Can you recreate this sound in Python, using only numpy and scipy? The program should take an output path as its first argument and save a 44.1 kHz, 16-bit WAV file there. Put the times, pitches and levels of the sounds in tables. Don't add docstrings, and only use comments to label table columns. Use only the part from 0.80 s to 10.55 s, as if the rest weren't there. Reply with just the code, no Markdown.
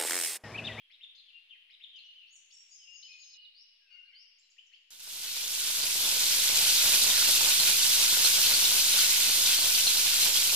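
import sys
import numpy as np
from scipy import signal
from scipy.fft import rfft, irfft
from scipy.io import wavfile
from scipy.ndimage import uniform_filter1d

SR = 44100
rng = np.random.default_rng(int(sys.argv[2]) if len(sys.argv) > 2 else 0)


def boost(x):
    u = np.asarray(x, float) / 20
    return 10 ** u


def file_out(sig):
    cols = np.atleast_2d(sig).T
    lim = np.clip(cols, -1, 1)
    pcm = np.round(lim * 32767).astype(np.int16)
    wavfile.write(sys.argv[1], SR, pcm)


N = 429975

# frequency [Hz], level [dB per Hz].
SIZZLE_COLOUR = [(12, -37.5), (20, -17.5), (33, -17), (276, -21), (586, -16), (775, -17), (916, -12),
                 (1320, -15), (1470, -9.5), (1840, -14), (2120, -9), (3600, -2), (4370, -1.5),
                 (14100, -7.8), (15800, -16.5)]
# frequency [Hz], share heard alike in both [0-1], left minus right [dB].
MIC_PORTS = [(60, 0.2, -2.5), (300, 0.42, -4), (700, 0.56, -2.5), (1400, 0.6, -3), (2500, 0.2, -1.5),
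             (4000, 0.42, -1.5), (7000, 0.32, -1), (13700, 0.03, 0)]
# time [s], level [dB].
FRYING_VIGOUR = [(6.1, -25), (6.5, -25), (8.55, -25.5), (9.39, -27), (9.42, -24.5), (9.53, -29),
                 (9.57, -25), (9.6, -26.5), (9.75, -26)]
# start [s], peak [dB], pitch [Hz].
LOUD_POPS = [(5.246, -18.5, 3430), (5.5114, -17, 5200), (6.2162, -14.5, 3900), (6.2973, -15, 3600),
             (6.355, -19, 5230), (6.4097, -25, 3700), (6.7182, -17, 3680), (6.799, -10.5, 4100),
             (6.8514, -18, 3690), (6.914, -21.5, 3850), (7.093, -16, 5200), (7.241, -17, 5730),
             (7.3821, -20.5, 4800), (7.448, -12.5, 4120), (7.5318, -19, 4870), (7.6615, -15, 4350),
             (7.7378, -15, 4350), (7.8491, -13, 3650), (7.9853, -16, 4150), (8.127, -19, 3630),
             (8.1848, -16, 4430), (8.656, -14, 3670), (8.778, -13, 4240), (8.8388, -14, 3250),
             (8.9486, -14, 4450), (9.069, -11, 4100), (9.1706, -19, 4140), (9.2614, -19, 3550),
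             (9.425, -16, 4000), (9.5569, -16.5, 3210)]
# start [s], peak [dB], pitch [Hz].
FADED_POPS = [
    (4.6432, -31, 3500),
    (4.7057, -28, 5280),
    (4.797, -26, 3230),
    (4.8489, -31, 3150),
    (4.951, -28, 4350),
    (5.0294, -20, 4800),
]

# start [s], pace [ratio], level [dB].
PHRASE_TIMES = [
    (.1, 1.0, -.5),
    (.895, 1.05, .5),
]
# time after the start [s], length [s], from [Hz], to [Hz], level [dB].
PHRASE_GLIDES = [
    (0, 0.035, 1840, 3900, -59.5),
    (.005, .016, 3730, 5370, -66),
    (.1, 0.031, 2000, 3750, -57.5),
    (.175, 0.029, 3600, 3480, -62),
    (.25, 0.013, 5030, 7000, -71),
    (.25, .025, 4780, 4900, -65),
]
# time after the start [s], length [s], top pitch [Hz], level [dB].
PHRASE_HOOKED = [
    (.033, .025, 3790, -57),
    (.13, .019, 3680, -47.5),
    (.273, .035, 4200, -57.5),
]
# both starts [s], then slides of time after the start [s],
# length [s], from [Hz], to [Hz], level [dB].
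TWICE_CALLS = [
    ((2.745, 3.345), [(0, .09, 4230, 5600, -56.5)]),
    ((3.583, 3.698), [(0, .018, 6000, 7600, -69)]),
    ((3.765, 3.916), [(0, 0.0267, 1745, 2640, -69), (.016, 0.0163, 2590, 3170, -53)]),
]
# start [s], length [s], from [Hz], to [Hz], level [dB].
SINGLE_SLIDES = [(.343, 0.013, 2010, 4800, -60), (.46, .051, 3500, 2590, -59),
                 (.695, 0.044, 3300, 2460, -52.5), (.745, 0.019, 2200, 1740, -68),
                 (1.125, 0.074, 3300, 2590, -53), (1.24, .03, 5100, 6270, -72),
                 (1.36, 0.098, 3100, 2610, -56.5), (1.465, 0.037, 4130, 4620, -68),
                 (1.705, 0.016, 2500, 3800, -61), (1.99, 0.1, 3200, 2500, -61.5),
                 (2.223, 0.019, 3200, 5100, -54.5), (2.945, .037, 3900, 3000, -75),
                 (3.065, 0.058, 2750, 2320, -66), (3.12, 0.068, 2290, 2000, -69),
                 (3.28, 0.064, 2400, 2020, -64.5), (3.3, .025, 4400, 5560, -74),
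                 (3.713, 0.011, 6040, 4200, -66), (3.863, .011, 7700, 4770, -69),
                 (3.92, .04, 4180, 4730, -71), (3.94, 0.027, 5600, 3600, -71)]
# start [s], length [s], pitch [Hz], level [dB].
HELD_NOTES = [(0, 0.06, 3230, -66), (.53, 0.059, 2780, -57), (1.21, 0.13, 2910, -56),
              (2.07, 0.095, 2804, -55), (2.225, .054, 3020, -56), (2.28, 0.082, 2510, -56),
              (2.54, 0.18, 2900, -57), (3.105, 0.14, 2820, -55), (3.105, 0.046, 4520, -69),
              (3.1, 0.065, 6020, -87), (3.25, .042, 4370, -68), (3.33, .05, 3050, -61),
              (3.625, 0.03, 4070, -71), (3.703, 0.017, 6750, -71)]
# start [s], length [s], from [Hz], to [Hz], level [dB].
HIGH_BIRD_OPENING = [
    (1.47, .04, 5050, 6350, -71),
    (1.505, .063, 6540, 7020, -61),
    (1.525, 0.064, 8280, 8180, -72),
    (1.55, 0.02, 7200, 5200, -57),
    (1.705, 0.044, 4300, 8070, -58.5),
    (1.72, .11, 5450, 5650, -57),
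    (1.74, 0.082, 7570, 7700, -70),
]
HIGH_BIRD_STARTS = (1.895, 2.13, 2.385)
# time after the start [s], length [s], from [Hz], to [Hz], level [dB].
HIGH_BIRD_FIGURE = [
    (0, .1, 6840, 6000, -58),
    (.005, 0.076, 4710, 5200, -60),
    (.065, .13, 5220, 5250, -59),
]
# start [s], length [s], from [Hz], to [Hz], level [dB].
WARBLER_SLIDES = [
    (3.0, .095, 1700, 1520, -86),
    (3.105, .052, 1540, 1400, -76),
    (3.162, .065, 1510, 1480, -81),
]
# start [s], length [s], top pitch [Hz], level [dB].
WARBLER_ARCHES = [
    (3.237, .062, 1630, -78),
    (3.318, .06, 1690, -78),
]
HOOK_SHAPE = (.93, .7)
ARCH_SHAPE = (.83, .83)
# frequency [Hz], level [dB per Hz].
AIR_COLOUR = [(20, -25), (60, -18), (130, -35), (300, -14), (700, -12.5), (1400, -8.5), (2800, 13.5),
              (5000, -5.5), (7000, -22), (10000, -15.5), (15500, -22.5)]

CHANGE_S = 2.576
FRY_S, FRY_N = 4.1045, N - round(4.1 * SR)
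FADE_START_S, FADE_END_S = 4.075, 6.05
FIRST_STEP_S, FADE_FROM_DB = .09, -29
PAN_HZ, PAN_WIDTH_HZ = 1499, 27
LOW_DB, LOW_FOLLOWS, LOW_SWING_DB, LOW_SAG_DB_PER_S = -.4, .3, 1.6, .75
WALL_SHARE = .54
SLIDE_BOW = .1
TRILL_S, TRILL_EVERY_S, DROP_AFTER_S, TRILL_NOTE_S = 2.283, .107, .034, .022
TRILL_DB, TRILL_LOSS_DB, DROP_DB = -56.5, 2.0, -59
FLICK_FROM_HZ, FLICK_TO_HZ, FLICK_STEP_HZ = 4000, 5550, 270
DROP_FROM_HZ, DROP_TO_HZ = 4400, 3400
AIR_DB = -71
TOP_HZ, FLUTTER_HZ = 15470, 15150


def frying():
    t = np.arange(N - FRY_N, N) / SR
    vigour_db = np.interp(t, *np.transpose(FRYING_VIGOUR))
    low_db = LOW_DB + (LOW_FOLLOWS - 1) * (vigour_db - vigour_db.mean())
    low_db = low_db + LOW_SWING_DB * drift(11.0, size=FRY_N) - LOW_SAG_DB_PER_S * np.maximum(t - 6.5, 0)
    surge = boost(1.4 * drift(18, size=FRY_N))
    both, left, right = [boil(surge, low_db, wash) for wash in (0, WALL_SHARE, WALL_SHARE)]
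    hum = rms_one(ring(both, PAN_HZ, np.log(1000) / np.pi / PAN_WIDTH_HZ))
    late = np.exp(-2j * np.pi * 2.58 * np.arange(FRY_N // 2 + 1) / FRY_N)
    ports = []
    for ear, own in ((1, left), (-1.2, right)):
        tone = lambda hz: at_hz(SIZZLE_COLOUR, hz) + ear * at_hz(MIC_PORTS, hz, axis=2) / 2
        share = lambda hz: np.clip(at_hz(MIC_PORTS, hz), .01, .99)
        shared = colour(both, lambda hz: boost(tone(hz)) * np.sqrt(share(hz)))
        shared = shared + boost(-37.5 + ear * -1.2) * hum
        if ear == 1:
            shared = irfft(rfft(shared) * late, FRY_N)
        ports.append(shared + colour(own, lambda hz: boost(tone(hz)) * np.sqrt(1 - share(hz))))
    sizzle = fade_up(t) * boost(vigour_db + 3.5) * rms_one(np.array(ports))
    return np.pad(sizzle, ((0, 0), (N - FRY_N, 0)))


def boil(surge, low_db, wash):
    bursts = rms_one(grains(14000 * surge, spread_db=2.5, most=4))
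    thumps = rms_one(grains(900 * surge, spread_db=3.0, most=7.9)) + .64 * bursts
    low = signal.butter(2, 1200, fs=SR, output="sos")
    high = signal.butter(2, 1200, "high", fs=SR, output="sos")
    births = grains(5000 * surge, spread_db=3.5, most=4)
    dealt = rng.integers(0, 22, FRY_N)
    pitches = np.geomspace(1500, 15000, 22)
    heave_db = 2.74 * drift(4.1, size=FRY_N)
    bubbles = 0
    for k, hz in enumerate(pitches):
        clumps = boost(3.1 * drift(9.1, size=FRY_N) + heave_db * pitches[0] / hz)
        bubbles = bubbles + np.sqrt(hz) * clumps * rms_one(ring(births * (dealt == k), hz, 15.0 / hz))
    walls = wash * rng.standard_normal(FRY_N)
    crackle = .72 * bursts + .7 * rms_one(bubbles) + .23 * gurgle(surge) + walls
    top = signal.sosfilt(high, crackle)
    bottom = boost(low_db) * signal.sosfilt(low, rms_one(thumps) + walls)
    return (top + bottom) / np.hypot(1, wash)


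def gurgle(surge):
    births = grains(260 * surge, spread_db=4.0, most=4)
    dealt = rng.integers(0, 24, FRY_N)
    pitches = np.geomspace(2400, 6500, 24)
    return rms_one(sum(ring(births * (dealt == k), hz, 67.0 / hz) for k, hz in enumerate(pitches)))


def grains(per_s, spread_db, most):
    size_db = spread_db * np.minimum(rng.exponential(1, FRY_N), most)
    size = boost(size_db) * rng.choice([-1, 1], FRY_N)
    return size * (rng.random(FRY_N) < per_s / SR)


def ring(clicks, hz, t60):
    r, w = boost(-60 / (t60 * SR)), 2 * np.pi * hz / SR
    return signal.lfilter([0, np.sin(w)], [1, -2 * r * np.cos(w), r * r], clicks + 1e-18)


def fade_up(t):
    rise = np.interp(t, [FADE_START_S, FADE_END_S], [0, 1])
    return np.where(t < FRY_S + FIRST_STEP_S, boost(FADE_FROM_DB), rise) * (t >= FRY_S)


def pops():
    out, t = np.zeros((2, N + 2000)), np.arange(2000) / SR
    events = FADED_POPS + LOUD_POPS
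    chance = rng.normal(0, 1, (len(events), 2))
    for (s, db, hz), side in zip(events, chance):
        i = round(s * SR)
        pop = np.sin(2 * np.pi * hz * t * (1 + 4.0 * t)) * boost(-60 * t / .03)
        out[:, i:i + len(t)] += boost(db - 6.5 + 2.8 * side)[:, None] * pop
    return np.array([ear[:N] + 1.5 * echoes(ear[:N], t60=.11) for ear in out])


def echoes(x, t60):
    t = np.arange(round(t60 * SR)) / SR
    tail = rng.standard_normal(len(t)) * boost(-60 * t / t60)
    return signal.oaconvolve(x, tail / np.sqrt(np.sum(tail ** 2)))[:N]


def garden():
    return boost(3.0) * (lower_birds() + higher_bird() + .8 * warbler()) + still_air()


def lower_birds():
    notes = song() + slides(WARBLER_SLIDES, db=2.5)
    return trees(whistle(notes), t60=.96, direct_db=-5.0, left_db=3.5)


def higher_bird():
    notes = slides(HIGH_BIRD_OPENING) + slides(HIGH_BIRD_FIGURE, HIGH_BIRD_STARTS)
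    heard = np.clip((CHANGE_S - np.arange(N) / SR) / .004, 0, 1)
    return trees(whistle(notes), t60=.96, direct_db=-8.0, left_db=4.0) * heard


def warbler():
    return whistle(slides(WARBLER_SLIDES) + bends(WARBLER_ARCHES, ARCH_SHAPE), rough=.3)


def song():
    beats = TRILL_S + TRILL_EVERY_S * np.arange(4)
    flicks = [(s, TRILL_NOTE_S, FLICK_FROM_HZ, FLICK_TO_HZ - k * FLICK_STEP_HZ, TRILL_DB - k * TRILL_LOSS_DB)
              for k, s in enumerate(beats)]
    drop = (DROP_AFTER_S, TRILL_NOTE_S, DROP_FROM_HZ, DROP_TO_HZ, DROP_DB)
    notes = slides(SINGLE_SLIDES + flicks) + slides([drop], beats) + bends(HELD_NOTES, (1, 1))
    for s, pace, db in PHRASE_TIMES:
        notes += slides(PHRASE_GLIDES, [s], pace, db) + bends(PHRASE_HOOKED, HOOK_SHAPE, s, pace, db)
    for starts, rows in TWICE_CALLS:
        notes += slides(rows, starts)
    return notes


def slides(rows, starts=(0,), pace=1, db=0):
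    return [(start + pace * s, length, a, (a + b) / 2 + SLIDE_BOW * abs(b - a), b, level + db)
            for start in starts for s, length, a, b, level in rows]


def bends(rows, shape, start=0, pace=1, db=0):
    return [(start + pace * s, length, shape[0] * hz, hz, shape[1] * hz, level + db)
            for s, length, hz, level in rows]


def whistle(notes, rough=1):
    out, waver = np.zeros(N), 1 + .0092 * drift(140)
    rasp_band = signal.butter(4, 300, fs=SR, output="sos")
    hoarse = .6 * rms_one(signal.sosfilt(rasp_band, rng.standard_normal(N)))
    for s, length, start_hz, middle_hz, end_hz, db in notes:
        i, n = max(round(s * SR), 0), round(length * SR)
        x = np.arange(n) / n
        curve = np.polyfit([0, .5, 1], [start_hz, middle_hz, end_hz], deg=2)
        turn = 2 * np.pi * np.cumsum(np.polyval(curve, x) * waver[i:i + n]) / SR
        rasp = 1 + rough * hoarse[i:i + n] * min(.045 / length, 1)
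        swell = np.sin(np.pi * x) ** .25
        out[i:i + n] += boost(db) * rasp * swell * (np.sin(turn) + boost(-36.5) * np.sin(2 * turn))
    return signal.sosfilt(signal.butter(4, 1250, "high", fs=SR, output="sos"), out)


def trees(x, t60, direct_db, left_db):
    t = np.arange(SR * 2) / SR
    decay = boost(2.5 - 60 * t / .12) + boost(-60 * t / t60) + boost(-8.5 - 60 * t / (2.3 * t60))
    tail = rng.standard_normal((2, len(t))) * decay
    tail = tail / np.sqrt(np.sum(tail ** 2, axis=1, keepdims=True))
    tail[:, 0] = boost(direct_db)
    return signal.oaconvolve(x[None], tail)[:, :N] * boost(np.array([[left_db], [-left_db]]) / 2)


def still_air():
    air = [colour(rng.standard_normal(N), lambda hz: boost(at_hz(AIR_COLOUR, hz))) for ear in range(2)]
    return rms_one(np.array(air)) * boost(AIR_DB + np.where(np.arange(N) / SR < CHANGE_S, 3.0, .1))


def rms_one(x):
    return x / np.sqrt(np.mean(x ** 2) + 1e-20)


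def at_hz(points, hz, axis=1):
    points = np.array(points)
    return np.interp(np.log(hz), np.log(points[:, 0]), points[:, axis])


def colour(x, gain):
    hz = np.maximum(np.arange(2049) * SR / 4096, 10)
    cep = irfft(np.log(gain(hz) + 1e-7))
    cep = np.r_[cep[0], 2 * cep[1:2048], np.zeros(2048)]
    return signal.oaconvolve(x, irfft(np.exp(rfft(cep))))[:len(x)]


def drift(rate, size=N):
    r = np.exp(-80 * np.pi * rate / SR)
    slow = signal.lfilter([1], [1, -2 * r, r * r], rng.standard_normal(size // 40 + 2002))[2000:]
    return np.interp(np.arange(size) / 40, np.arange(len(slow)), rms_one(slow - slow.mean()))


def scene():
    return frying() + pops() + garden()


def band_limit(x):
    return signal.sosfilt(signal.butter(12, 16010, fs=SR, output="sos"), x)


def record(dry):
    rounded = .38 * np.tanh(dry / .38)
    narrow, wide = [signal.sosfiltfilt(signal.ellip(10, .2, 40, hz, fs=SR, output="sos"), rounded)
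                    for hz in (FLUTTER_HZ, TOP_HZ)]
    top_on = uniform_filter1d(1.0 * (drift(14) > .2), size=900)
    offset = -.00006 - .0042 * fade_up(np.arange(N) / SR)
    return band_limit(narrow + top_on * (wide - narrow) + offset)


dry = scene()
out = record(dry)
file_out(out)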